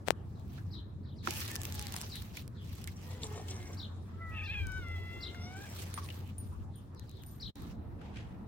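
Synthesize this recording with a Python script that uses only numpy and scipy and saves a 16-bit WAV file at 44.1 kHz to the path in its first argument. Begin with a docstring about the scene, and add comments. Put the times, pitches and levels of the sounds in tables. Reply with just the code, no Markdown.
"""A concrete path beside a building at night, where two cats face off: one whines, growls and then yowls.
Its voice is a stack of overtones, roughened by strain, plus noise shaped like air in the mouth and teeth.
Gliding tones make a bird's chirps, ringing tones a collar tag, and tiny clicks and noise bursts a jacket and shoes.
A wavering tone and filtered noise make distant machinery, a soft airy hiss and wind.
Near the end the sound drops out briefly and resumes in a second spot with its own steady background noise."""
import sys
import numpy as np
from scipy import signal
from scipy.io import wavfile

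SR = 44100
rng = np.random.default_rng(int(sys.argv[2]) if len(sys.argv) > 2 else 0)


def materialize(psi):
    """Save the field psi as 16-bit PCM at rate SR to the path in sys.argv[1].

    A 1-D psi becomes a single channel; in a 2-D psi each row is a channel.
    """
    bounded = np.clip(np.atleast_2d(psi).T, -1, 1)
    quanta = np.round(bounded * 32767).astype(np.int16)
    wavfile.write(sys.argv[1], SR, quanta)


N = 373736
T = np.arange(N) / SR  # time of every sample, in seconds

# Source levels below are starting points; trims, echoes and the final output gain come on top.

# Melody of the yowl. Each row: time in seconds, pitch in Hz.
YOWL_PITCH = [(4.3, 796), (4.36, 898), (4.535, 909), (4.548, 824), (4.585, 826), (4.68, 750), (4.78, 757),
              (4.85, 691), (5.0, 670.7), (5.45, 706.6), (5.54, 752), (5.645, 830), (5.7, 748)]
# The mouth shifts weight between overtones. 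Each row: time in seconds, second, third and fourth harmonic in dB.
YOWL_OVERTONES = [(4.3, -78, -73.5, -92), (4.38, -67.5, -52.5, -69), (4.6, -64, -53.5, -63.5),
                  (4.665, -57, -68, -75), (4.775, -52, -68, -70), (4.815, -62, -70, -75.5),
                  (4.93, -66.5, -58.5, -75.5), (5.02, -75, -62, -73.5), (5.5, -73.5, -68, -79),
                  (5.61, -58.5, -71, -79), (5.655, -64, -68, -81), (5.7, -79, -78, -86)]
# Strain of the voice. Each row: time in seconds, roughness (about 0 to 1), fundamental in dB,
# loss in dB for each harmonic above the fourth.
YOWL_STRAIN = [(4.3, 1.1, -90, 9), (4.355, 0.97, -77, 8), (4.38, 0.26, -75, 3), (4.61, .3, -78, 3),
               (4.68, 0.15, -80, -1.5), (4.9, 0.16, -82, -1), (5.3, 0.24, -82, 1), (5.45, 0.42, -68.5, -6),
               (5.62, 0.44, -66.5, 4), (5.7, 1.05, -78, 5)]
# Cracks of the voice, a drop and a climb back. 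Each row: start in seconds, drop in Hz, recovery in seconds.
CRACKS = [(4.376, 65, 0.017), (4.407, 140.5, 0.022), (4.442, 50, 0.013), (4.467, 133, .055)]
# Uneven beating of the vocal folds. Each row: centre in seconds, half-length in seconds, depth in dB.
DOUBLING = [(4.375, 0.032, -9), (4.537, .012, -8), (4.61, .02, -16)]
# Clean lower note that opens the yowl. Each row: time in seconds, pitch in Hz, second and third harmonic in dB.
OPENING = [(4.13, 648, -72, -76), (4.17, 664, -80, -97), (4.22, 667.5, -62, -61),
           (4.35, 642.5, -65.5, -65.5), (4.39, 625, -73, -80), (4.45, 625, -66.5, -70),
           (4.48, 604, -90, -92)]
CRACK_FALL_S = 0.013
YOWL_BREATH_DB, YOWL_CATCH_DB = -22, 1.5  # air noise beside the overtones; unevenness of the effort

# Soft warning whine. Each row: time in seconds, pitch in Hz, fundamental and second harmonic in dB.
WHINE = [(1.3, 818, -67, -75), (1.38, 908, -80, -74), (1.48, 910, -89, -76), (1.56, 881, -86, -68),
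         (1.68, 877, -80, -87), (1.82, 836, -69.5, -97), (1.93, 770, -77, -88), (2.0, 720, -66, -80)]
# Growl as the other cat comes near. Each row: time in seconds, pitch in Hz, level between pushes in dB.
GROWL = [(3.0, 450, -78), (3.12, 510, -66), (3.19, 504, -61), (3.27, 426, -66), (3.32, 426, -61),
         (3.39, 455, -76.5), (3.6, 359.9, -67), (3.84, 303, -70)]
# Pushes of air. Each row: centre in seconds, half-length in seconds, voice, hiss and open-mouth rasp in dB.
PUSHES = [(3.125, 0.025, -62, -74.5, -77), (3.242, 0.014, -61.5, -56, -69), (3.382, 0.02, -56.5, -61, -63),
          (3.513, 0.02, -66, -59, -72), (3.574, 0.02, -69, -69, -73), (3.701, 0.031, -69, -69, -67)]
# Thin whistles of the strained voice. Each row: start and end in seconds, first and last pitch in Hz, level in dB.
WHISTLES = [(3.032, 3.25, 1893, 2020, -81), (3.287, 3.476, 1830, 1845, -77),
            (3.467, 3.727, 2170, 2134, -74.5), (3.497, 3.858, 1752, 1520, -80),
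            (6.007, 6.073, 1204, 990, -69)]
# Longer hisses through the teeth. Each row: centre in seconds, half-length in seconds, level in dB.
HISSES = [(3.4, 0.35, -80), (5.25, 0.079, -77.5), (5.68, 0.14, -68)]
# Resonances of the throat, open mouth and teeth. Each row: frequency in Hz, width in Hz, level in dB.
THROAT = [(398, 163, -1.5), (835, 320, -11), (1700, 310, -20.5), (2190, 440, -16.5), (3400, 730, -21),
          (7140, 470, -5)]
OPEN_MOUTH = [(740, 206, 1), (1030, 190, -4)]
TEETH = [(3700, 1800, -8.5), (5700, 660, -2), (7380, 400, 1.5), (8550, 990, -7)]
GROWL_ROUGH, PUSH_ROUGH = 0.344, 0.62  # roughness at rest, and added by a push

# Echoes of wall and ground. Each row: typical delay in seconds, level in dB.
ECHOES = [(.007, -3), (.019, -6.5), (.026, -12), (.033, -21), (.047, -18), (0.061, -26.5)]

# One chirp, an arch and then a kink. Each row: time after its start in seconds, pitch in Hz, level in dB.
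CHIRP = [(0, 3850, -20.5), (.007, 4650, -14.5), (.019, 5050, -17), (.027, 4350, -8), (.033, 3950, -3),
         (.039, 3720, -8.5), (.045, 3150, -26), (.052, 2980, -34), (.058, 3300, -14), (.064, 3730, -3),
         (.069, 4300, -10), (.076, 3550, -11.5), (.085, 2850, -13.5)]
# The bird's second, higher voice. Each row: time after the start in seconds, pitch in Hz, level in dB.
SECOND_VOICE = [(.004, 5100, -29), (.013, 5500, -23.5), (.035, 5550, -24.5), (.046, 4700, -18),
                (.056, 3900, -23), (.062, 3600, -30)]
# When the bird calls. Each row: start in seconds, direct and scattered level in dB, pitch factor.
CHIRPS = [(.13, -83, -76, 0.76), (0.325, -77, -76, 1), (.705, -57.5, -54, 1.003), (1.028, -70.5, -71, 0.96),
          (1.06, -68, -75, 0.95), (1.157, -65.5, -66, 1.04), (2.092, -52.5, -50, 1.01),
          (2.542, -73, -62.5, 0.87), (3.769, -49.5, -51.5, 0.99), (4.431, -57.5, -59.5, 1.03),
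          (5.203, -47, -49, .99), (6.71, -79, -69, .86), (6.94, -75, -65.5, 1.02), (7.056, -72, -66.5, 1),
          (7.128, -74, -62, .93), (7.398, -47.5, -50, 1.01)]
BIRD_ECHO_S, BIRD_ECHO_DB, BIRD_SCATTER_T60_S = 0.016, -15.5, 0.12
BIRD_TAIL_DB, BIRD_TAIL_T60_S, BIRD_TAIL_HZ = -9, 0.8, (3120, 4320)

# Touches of the collar tag. Each row: time in seconds, low and high mode in dB.
TAG_TOUCHES = [(5.75, -76, -70), (5.942, -50, -77), (6.04, -60, -75), (6.165, -83, -71),
               (6.382, -48.5, -68), (6.46, -86, -76), (6.757, -64, -76), (7.22, -77, -72),
               (7.263, -61, -65), (7.31, -72, -67), (7.355, -74, -73)]
# Ringing tones of the tag. Each row: frequency in Hz, time to fall 60 dB in seconds.
TAG_MODES = [(9550, 0.095), (11990, 0.21)]

# Fingers click on the case. Each row: time in seconds, level in dB.
CASE_CLICKS = [(0.0772, -26), (0.0803, -33), (0.0843, -13.5), (.106, -7.5)]
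# Ringing tones of the case. Each row: frequency in Hz, level in dB, time to fall 60 dB in seconds.
CASE_MODES = [(520, -5, 0.0048), (794, -13.5, 0.002), (1340, -11.5, 0.0029), (2800, -24, 0.0016),
              (8330, -14, 0.0017)]
# Fingers rub the case. Each row: centre in seconds, half-length in seconds, level in dB.
FINGER_RUB = [(.08, 0.0092, -57), (.113, 0.007, -62)]

# The jacket slides as the arm moves. Each row: start and length in seconds, first and last level in dB.
STROKES = [(0.344, 0.23, -89.5, -74), (0.554, 0.24, -84, -84), (1.225, .33, -53.5, -58),
           (1.573, 0.47, -62.5, -60), (2.055, 0.29, -64.5, -72.5), (2.334, 0.039, -47, -55.5),
           (2.582, 0.34, -69.5, -71), (2.938, 0.9, -70, -76.5), (4.23, 1.4, -80.5, -79),
           (5.528, 0.297, -79, -61), (5.819, 0.48, -64.5, -74.5), (6.35, 0.28, -86, -86),
           (6.943, 0.59, -88, -78.5), (7.542, 0.18, -74, -79)]
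# Tone colour of the rustle. Each row: frequency in Hz, relative level per Hz in dB.
RUSTLE_COLOUR = [(300, -7.5), (800, -5.5), (1400, -3), (2400, 0), (4400, -2), (7000, -6.5), (10500, -13.5),
                 (13500, -10.5), (17000, -2)]
# Snaps of fabric and grit. Each row: time in seconds, starting level in dB, left over right in dB.
SNAPS = [(.397, -67, -3), (1.308, -38, -1), (1.378, -53, -2), (1.4045, -41, -1), (1.479, -43, 0),
         (1.516, -43.5, 3), (1.556, -36.5, 0), (1.562, -39, 0), (1.6166, -41, -1), (1.634, -43.5, 2),
         (1.653, -38, -2), (1.7237, -43, -3), (1.7563, -49, 0), (1.7946, -40, 5), (1.814, -47, 0),
         (1.825, -43, -2), (1.869, -42, 4), (1.9231, -44, 0), (1.9405, -43, -1.5), (1.9642, -36.5, 1),
         (2.0144, -41, -1), (2.021, -47, -3), (2.1563, -46.5, 2), (2.2213, -50.5, -4), (2.37, -44.5, -2),
         (2.4784, -54.5, -8), (2.842, -46.5, -2), (2.8747, -45, -6), (3.484, -51, 3), (4.6696, -50.5, -3),
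         (4.72, -55.5, -2), (4.78, -61, 0), (4.885, -61, 7), (5.647, -67, -1.5), (5.941, -42.5, -4),
         (6.948, -65, 5), (6.9955, -52, 2), (7.0948, -58, 4), (7.114, -60.5, 5), (7.236, -56, 1),
         (7.556, -57.5, -9)]
# Shoe and paw scuffs. Each row: time in seconds, starting level in dB, guide frequency in Hz,
# time to fall 60 dB in seconds.
SCUFFS = [(0.578, -60.5, 1746, 0.1), (1.273, -30.5, 1395, 0.016), (1.275, -45.5, 364, 0.11),
          (1.285, -41, 895, 0.016), (1.943, -42, 940, 0.019), (2.028, -58, 1122, .09),
          (2.372, -51, 2690, 0.041), (2.876, -52, 2430, 0.053), (3.233, -45.5, 4230, 0.024),
          (3.485, -60, 3530, 0.056), (5.346, -51.5, 1814, 0.022), (5.976, -44.5, 1260, 0.078),
          (6.088, -51.5, 3000, 0.023), (6.102, -51, 3165, 0.042), (8.014, -63, 1600, 0.039)]
# One long scrape of a shoe. Each row: time in seconds, level in dB.
SCRAPE = [(7.98, -92), (8.03, -78.5), (8.13, -82.5), (8.17, -66.5), (8.2, -73.5), (8.3, -86), (8.47, -99)]
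# Noise bands of the scrape. Each row: centre in Hz, width in Hz, relative level in dB.
SCRAPE_GRIT = [(2340, 1900, 7), (4400, 4800, -6.5)]
STROKE_ATTACK_S, STROKE_T60_S, RUSTLE_FLICKER_DB = 0.08, 0.19, 1.5
CRACKLE_PER_S, CRACKLE_DB = 170, -9  # lone crackles among the rustle

# Distant machinery. Each row: time in seconds, drone and rumble level in dB.
MACHINERY = [(0, -61.5, -56), (1.2, -57.5, -55.5), (2.2, -61, -57), (3.6, -57.5, -58), (5.0, -56.5, -60),
             (5.3, -60.5, -58.5), (6.65, -57, -57.5), (6.8, -67, -60), (7.45, -69, -59)]
# Soft airy hiss, stronger while the jacket moves. Each row: time in seconds, level in dB.
AIRY_HISS = [(0, -69.5), (.9, -76.5), (1.33, -73.5), (1.46, -66), (1.91, -66), (2.41, -72.5), (3.07, -71.5),
             (3.32, -66), (3.85, -69.5), (4.5, -68.5), (5.6, -66), (6.96, -74), (7.5, -73.5)]
# Puffs of wind on the microphone ports. Each row: centre in seconds, half-length in seconds, level in dB.
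GUSTS = [(2.85, 0.12, -69), (4.64, 0.039, -50), (4.7, 0.3, -59), (6.55, 0.11, -60), (7.45, .035, -60.5)]
# Tone colours of rumble, airy hiss and second spot. Each row: frequency in Hz, relative level per Hz in dB.
RUMBLE_COLOUR = [(15, -28), (25, -17), (59, -10), (75, 1.5), (92, 2.5), (151, -7.5), (194, -7), (330, -21),
                 (425, -31), (569, -43), (600, -28), (780, -54), (1320, -120)]
AIRY_COLOUR = [(300, 8), (480, -4.5), (750, -4), (1250, -7.5), (2100, -23), (3500, -24), (5500, -26),
               (9000, -31), (16000, -35)]
NEW_SPOT_COLOUR = [(20, -20), (45, -2.5), (85, 1.5), (135, -6.5), (230, -6.5), (350, -15.5), (500, -22),
                   (900, -22.5), (1500, -34), (2800, -46), (5500, -56.5), (16000, -57.5)]
# How alike left and right are. Each row: frequency in Hz, likeness (1 is identical, 0 unrelated).
LIKENESS = [(40, 0.082), (90, 0.92), (180, 1), (400, 0.31), (1000, 0.024), (3000, 0.027), (10000, 0.068)]
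DRONE_HZ, DRONE_WAVER, DRONE_WAVER_PER_S = 90.2, 0.33, 6.9
BREEZE_DB = -76
NEW_SPOT_S, NEW_SPOT_DB = 7.535, -60.5

# Output gain, with the brief dropout. Each row: time in seconds, gain in dB.
OUTPUT_GAIN = [(7.5, 11.5), (7.522, -20), (7.55, -23), (7.558, 15.5)]
CUTOFF_HZ = 16200


def yowl(count=8, upper_cut_db=14):
    """A clean note breaks upward into a cracking scream, sinks to a wail and rises again."""
    hz, second, third = in_time(OPENING)
    opening = larynx(hz, 0.13, [second - 16, second, third],
                     jitter=0.036, rasp=0.64, flutter=0.0018, shimmer_db=0.9)
    hz, = in_time(YOWL_PITCH)
    for s, drop, recovery in CRACKS:
        hz = hz - np.interp(T - s, [0, CRACK_FALL_S, CRACK_FALL_S + recovery], [0, drop, 0])
    second, third, fourth = in_time(YOWL_OVERTONES)
    rough, first, roll_off = in_time(YOWL_STRAIN)
    # overtones above the mouth's upper resonance are cut further
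    upper = [fourth - roll_off * (k - 4) - upper_cut_db * np.interp(k * hz, [3500, 4200], [0, 1])
             for k in range(4, count + 1)]
    wail = larynx(hz, rough, [first, second, third] + upper,
                  jitter=0.04005, rasp=0.45, flutter=0.00338, shimmer_db=1.4)
    # swelling and fading at half the pitch adds tones between the overtones
    half_pitch = np.sin(np.pi * np.cumsum(hz) / SR)
    wail = wail * (1 + swells(DOUBLING) * half_pitch)
    # turbulence at the folds spreads a skirt of noise around each overtone
    effort = from_db(YOWL_CATCH_DB * drift(11.7) - 2)
    breath = 1 + from_db(YOWL_BREATH_DB) * drift(490)
    return opening * during(OPENING) + wail * effort * breath * during(YOWL_OVERTONES)


def growl():
    """A rough low moan that comes in pushes, each rasping through the open mouth, with thin whistles on top."""
    hz, level_db = in_time(GROWL)
    gain = from_db(level_db) + swells([row[:3] for row in PUSHES])
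    pushing = sum(swell(*row[:2]) for row in PUSHES)
    rough = np.clip(GROWL_ROUGH + PUSH_ROUGH * pushing, 0, 1)
    voice = gain * during(GROWL) * moan(hz, rough, air_db=-8.5, count=8)
    rasp_gain = swells([(s, half_s, db) for s, half_s, _, _, db in PUSHES])
    rasp = rasp_gain * air_through(OPEN_MOUTH)
    return voice + rasp + sum(whistle(*row) for row in WHISTLES)


def whine():
    """A thin note of two harmonics whose balance shifts as the mouth moves."""
    hz, first, second = in_time(WHINE)
    return during(WHINE) * larynx(hz, 0.15, [first, second], jitter=0.038, rasp=0.88, flutter=0.0053)


def hiss():
    """Air forced past the teeth during the growl and as the yowl gives out."""
    push_gain = swells([(s, half_s, db) for s, half_s, _, db, _ in PUSHES])
    return (swells(HISSES) + push_gain) * air_through(TEETH)


def moan(hz, rough, air_db, count):
    """Half-closed mouth: harmonics and air noise are shaped by the same throat resonances."""
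    grid = np.geomspace(100, SR / 2, 400)
    power = sum(from_db(db) ** 2 / (1 + (2 * (grid - f) / width) ** 2) ** 2 for f, width, db in THROAT)
    throat_db = 10 * np.log10(power)
    harmonics_db = [np.interp(k * hz, grid, throat_db) for k in range(1, count + 1)]
    voiced = larynx(hz, rough, harmonics_db, jitter=0.0752, rasp=0.85, flutter=0.00797)
    return voiced + from_db(air_db) * rough * air_through(THROAT)


def whistle(start, end, first_hz, last_hz, level_db):
    """One thin, unsteady glide of the strained voice."""
    path = [(start, first_hz), (end, last_hz)]
    hz, = in_time(path)
    return during(path) * larynx(hz, 0.7, [level_db], jitter=0.025, rasp=0.62, flutter=0.012, shimmer_db=2.5)


def larynx(hz, rough, harmonics_db, jitter, rasp, flutter, shimmer_db=1.0):
    """Vocal folds make harmonics; strain makes cycles uneven in length and strength, and overtones shimmer."""
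    pitch = hz * (1 + flutter * drift(26.2) + jitter * rough * drift(149.0))
    phase = 2 * np.pi * np.cumsum(pitch) / SR
    tone = 0
    for k, db in enumerate(harmonics_db, 1):
        shimmer = shimmer_db * np.sqrt(k / 2) * drift(22.5)
        tone = tone + from_db(db + shimmer) * np.sin(k * phase)
    uneven = (1 + rasp * rough * drift(295)) / np.sqrt(1 + (rasp * rough) ** 2)
    return np.sqrt(2) * tone * uneven


def air_through(resonances, gusty_db=5.5, shifting_db=3.5):
    """Turbulent air, as noise in bands at the resonances of the mouth; rms 1."""
    air = rng.standard_normal(N) * from_db(gusty_db * drift(60))
    return rms_one(sum(from_db(db + shifting_db * drift(21.5)) * band(air, f - width / 2, f + width / 2)
                       for f, width, db in resonances))


def outdoors(x, lag_s, echo_db, tail_db, t60):
    """Direct sound reaches the left port first; walls add echoes, steps and railings a scattered tail."""
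    direct = np.array([x, delayed(x, lag_s)])
    echoes = np.array([sum(from_db(db) * delayed(side, s * rng.uniform(.9, 1.1)) for s, db in ECHOES)
                       for side in direct])
    return direct + from_db(echo_db) * echoes + from_db(tail_db) * scatter(x, t60)


def scatter(x, t60):
    """A dying stereo tail of countless small reflections, made with fading noise."""
    t = T[:SR // 2]
    response = rng.standard_normal((2, len(t))) * from_db(-60 * t / t60) * np.minimum(t / .02, 1)
    return signal.fftconvolve(x[None], response / np.linalg.norm(response[0]), axes=1)[:, :N]


def bird():
    """Two-voiced chirps arrive directly, off one wall, and scattered by the buildings."""
    direct, indirect = np.zeros((2, N))
    for start, direct_db, scattered_db, factor in CHIRPS:
        chirp = glide(CHIRP, factor) + glide(SECOND_VOICE, factor)
        i = int(start * SR)
        direct[i:i + len(chirp)] += from_db(direct_db) * chirp
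        indirect[i:i + len(chirp)] += from_db(scattered_db) * chirp
    wall = from_db(BIRD_ECHO_DB) * delayed(direct, BIRD_ECHO_S) * pan(4)
    tail = from_db(BIRD_TAIL_DB) * scatter(band(indirect, *BIRD_TAIL_HZ), BIRD_TAIL_T60_S)
    return direct + wall + scatter(indirect, BIRD_SCATTER_T60_S) + tail


def glide(rows, factor, vary=.012):
    """One thin whistled line of a chirp, a little different each time."""
    t, (s, hz, db) = T[:SR // 8], np.transpose(rows)
    pitch = np.interp(t, s, factor * hz * rng.normal(1, vary, len(hz)))
    phase = 2 * np.pi * np.cumsum(pitch) / SR
    level_db = np.interp(t, s, db + rng.normal(0, 0.37, len(db)))
    edges = np.clip(np.minimum(t - s[0], s[-1] - t) / .002, 0, 1)
    return edges * from_db(level_db) * np.sin(phase)


def tag():
    """A small metal tag rings in two high modes at each touch."""
    s, *levels = np.transpose(TAG_TOUCHES)
    return sum(ring(clicks(s, db), hz, t60) for db, (hz, t60) in zip(levels, TAG_MODES))


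def handling():
    """Fingers rub and click on the case, almost only at the left port."""
    rub = swells(FINGER_RUB) * rms_one(band(rng.standard_normal(N), 730, 4600, order=1))
    return (case_clicks() + rub) * from_db([[0], [-31]])


def case_clicks(spread_s=0.00004):
    """Dry clicks through the case; stiff plates pass high modes first, so low ones start a little later."""
    hits, top_hz = clicks(*np.transpose(CASE_CLICKS)), CASE_MODES[-1][0]
    out = 0
    for k, (hz, db, t60) in enumerate(CASE_MODES, 1):
        # the pressure follows the speed of the wall, so each mode starts at its peak
        mode = from_db(db) * np.gradient(ring(hits, hz, t60)) * SR / (2 * np.pi * hz)
        lag_s = spread_s * (np.sqrt(top_hz / hz) - 1)
        out = out + (-1) ** k * delayed(mode, lag_s)  # neighbouring modes start in opposite directions
    return out


def movement():
    """Jacket rustle, its sharper snaps, scuffs and a scrape on the concrete."""
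    sliding = sum(stroke(*row) for row in STROKES) * from_db(RUSTLE_FLICKER_DB * drift(29.0))
    fabric = coloured(crinkle, RUSTLE_COLOUR, [(500, 0.088), (4000, 0.0037)], patchy_db=2.75)
    rustle = sliding * (fabric + from_db(CRACKLE_DB) * crackle())
    snaps = sum(burst(s, db, 2000, 12300, t60=0.0059) * pan(left_db) for s, db, left_db in SNAPS)
    scuffs = sum(burst(s, db, hz / 1.2, hz * 0.94, t60) for s, db, hz, t60 in SCUFFS)
    grit = rms_one(sum(from_db(db) * band(white(), f - width / 2, f + width / 2)
                       for f, width, db in SCRAPE_GRIT))
    scrape_db, = in_time(SCRAPE)
    scrape = from_db(scrape_db + 2 * drift(62)) * during(SCRAPE) * grit
    return rustle * pan(-1.4) + snaps + scuffs + scrape


def stroke(start, length, first_db, last_db):
    """Gain of one slide: a quick attack, a sloping hold, a dying release."""
    t = T - start
    release_db = 60 * np.clip((t - length) / STROKE_T60_S, 0, 2)
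    level_db = np.interp(t, [0, length], [first_db, last_db]) - release_db
    return np.clip(t / STROKE_ATTACK_S, 0, 1) * from_db(level_db)


def crinkle(per_s=2200, spread_db=3.0):
    """Fabric slips in dense clumps of tiny clicks of uneven size."""
    born = rng.random((2, N)) < per_s * from_db(2.5 * drift(70)) / SR
    sizes = from_db(spread_db * np.minimum(rng.exponential(1, (2, N)), 4.5))
    return born * rng.choice([-1, 1], (2, N)) * sizes


def crackle():
    """Lone sharp crackles of stiff fabric, each a fading speck of noise; rms 1."""
    born = rng.random(N) < CRACKLE_PER_S / SR
    sizes = born * from_db(4.5 * np.minimum(rng.exponential(1, N), 3)) * rng.standard_normal((2, N))
    grit = rng.standard_normal(SR // 200) * from_db(-60 * T[:SR // 200] / .003)
    return rms_one(band(signal.lfilter(grit, [1], sizes), 2120, 22000, order=1))


def burst(s, level_db, low_hz, high_hz, t60):
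    """A short dying crunch, like many tiny contacts, made of filtered noise."""
    out, t, i = np.zeros((2, N)), T[:SR // 5], int(s * SR)
    grit = rms_one(band(rng.standard_normal((2, len(t))), low_hz, high_hz, order=1))
    out[:, i:i + len(t)] = from_db(level_db - 60 * t / t60) * grit
    return out


def surroundings():
    """A wavering machine drone, low rumble, soft airy hiss and puffs of wind."""
    airy_db, = in_time(AIRY_HISS)
    drone_db, rumble_db = in_time(MACHINERY)
    phase = 2 * np.pi * DRONE_HZ * T
    steady = (1 + DRONE_WAVER * drift(DRONE_WAVER_PER_S)) * np.sin(phase)
    wandering = 0.67 * drift(6.0) * np.cos(phase)
    drone = from_db(drone_db) * rms_one(steady + wandering)
    rumble = from_db(rumble_db) * coloured(white, RUMBLE_COLOUR, LIKENESS, patchy_db=1.8)
    airy_hiss = from_db(airy_db) * coloured(white, AIRY_COLOUR, LIKENESS, patchy_db=3.13)
    shared = 0.52 * rng.standard_normal(N)  # the part of the wind common to both ports
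    puffs = rms_one(band(white() + shared, 43.7, 88, order=3))
    wind = (from_db(BREEZE_DB) + swells(GUSTS)) * puffs * pan(3.7)
    return (drone + rumble) * pan(0.61) + airy_hiss + wind


def second_spot():
    """Background of the second spot: noise strongest in the bass, at a steady overall level."""
    noise = coloured(white, NEW_SPOT_COLOUR, LIKENESS, patchy_db=2.3)
    return from_db(NEW_SPOT_DB) * noise * pan(-0.6)


def coloured(draw, spectrum, likeness, patchy_db):
    """Stereo bands about half an octave wide, each with its own level and flicker; rms 1."""
    out, raw = 0, [draw(), draw()]
    low_end, high_end = spectrum[0][0], spectrum[-1][0]
    edges = np.geomspace(low_end, high_end, 1 + round(2 * np.log2(high_end / low_end)))
    for k, (low, high) in enumerate(zip(edges, edges[1:])):
        mid, side = band(raw[k % 2], low, high)
        hz = np.sqrt(low * high)
        alike = np.clip(at_hz(likeness, hz), -1, 1)
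        stereo = np.sqrt(1 + alike) * mid + np.sqrt(1 - alike) * side * [[1], [-1]]
        out = out + from_db(at_hz(spectrum, hz) + patchy_db * drift(9.9)) * stereo
    return rms_one(out)


def white():
    """Two unrelated noises."""
    return rng.standard_normal((2, N))


def drift(rate):
    """Smooth random wandering of rms 1; a higher rate (Hz) wanders faster."""
    r = np.exp(-20 * np.pi * rate / SR)  # worked out at every tenth sample
    slow = signal.lfilter([1], [1, -2 * r, r * r], rng.standard_normal(N // 10 + 8002))[8000:]
    return np.interp(np.arange(N) / 10, np.arange(len(slow)), rms_one(slow))


def swell(s, half_s):
    """A smooth rise and fall of height one."""
    return np.exp(-.5 * ((T - s) / half_s) ** 2)


def swells(rows):
    """The summed gain of a table of swells."""
    return sum(from_db(db) * swell(s, half_s) for s, half_s, db in rows)


def in_time(rows):
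    """Each column of a curve at every sample."""
    s, *columns = np.transpose(rows)
    return [np.interp(T, s, c) for c in columns]


def during(rows):
    """One while a curve lasts, with soft edges."""
    return np.clip(np.minimum(T - rows[0][0], rows[-1][0] - T) / .015, 0, 1)


def at_hz(points, hz):
    """Read a spectrum on a log-frequency axis."""
    return np.interp(np.log(hz), np.log(np.array(points)[:, 0]), np.array(points)[:, 1])


def band(x, low_hz, high_hz, order=2):
    """Keep only the sound between two frequencies (Butterworth band-pass)."""
    sos = signal.butter(order, [low_hz, min(high_hz, .45 * SR)], "band", fs=SR, output="sos")
    return signal.sosfilt(sos, x + 1e-18)


def ring(x, hz, t60):
    """A unit click sets a sine ringing from height 1, falling 60 dB in t60 seconds."""
    r, w = from_db(-60 / (t60 * SR)), 2 * np.pi * hz / SR
    return signal.lfilter([0, np.sin(w)], [1, -2 * r * np.cos(w), r * r], x + 1e-18)


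def clicks(times, levels_db):
    """Single impulses."""
    out = np.zeros(N)
    out[np.round(np.asarray(times) * SR).astype(int)] = from_db(levels_db)
    return out


def delayed(x, s):
    """The same sound a little later."""
    return np.interp(T - s, T, x, left=0)


def pan(left_db):
    """Gains that make the left channel this many dB louder than the right."""
    return from_db([[left_db / 2], [-left_db / 2]])


def from_db(db):
    """Decibels to gain."""
    return 10 ** (np.asarray(db) / 20)


def rms_one(x):
    """Scale to unit power."""
    return x / np.sqrt(np.mean(x ** 2) + 1e-20)


def scene():
    """Cats a few steps away, the bird farther off, small noises close by; the background moves to a second spot."""
    voices = whine() + growl() + yowl() + hiss()
    cats = outdoors(voices, lag_s=.00008, echo_db=-9.5, tail_db=-21.5, t60=0.51) * pan(1.6)
    collar = outdoors(tag(), lag_s=.00001, echo_db=-1.5, tail_db=-14.5, t60=0.52) * pan(-3.5)
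    background = np.where(T < NEW_SPOT_S, surroundings(), second_spot())
    return cats + bird() * pan(3.6) + collar + handling() + movement() + background


def record(dry):
    """Strong peaks are rounded off, the gain dips for a moment, and the highest treble is cut."""
    gain_db, = in_time(OUTPUT_GAIN)
    rounded = .55 * np.tanh(dry / .55)
    low_pass = signal.ellip(10, .2, 70, CUTOFF_HZ, fs=SR, output="sos")
    return signal.sosfilt(low_pass, rounded * from_db(gain_db))


dry = scene()
out = record(dry)
materialize(out)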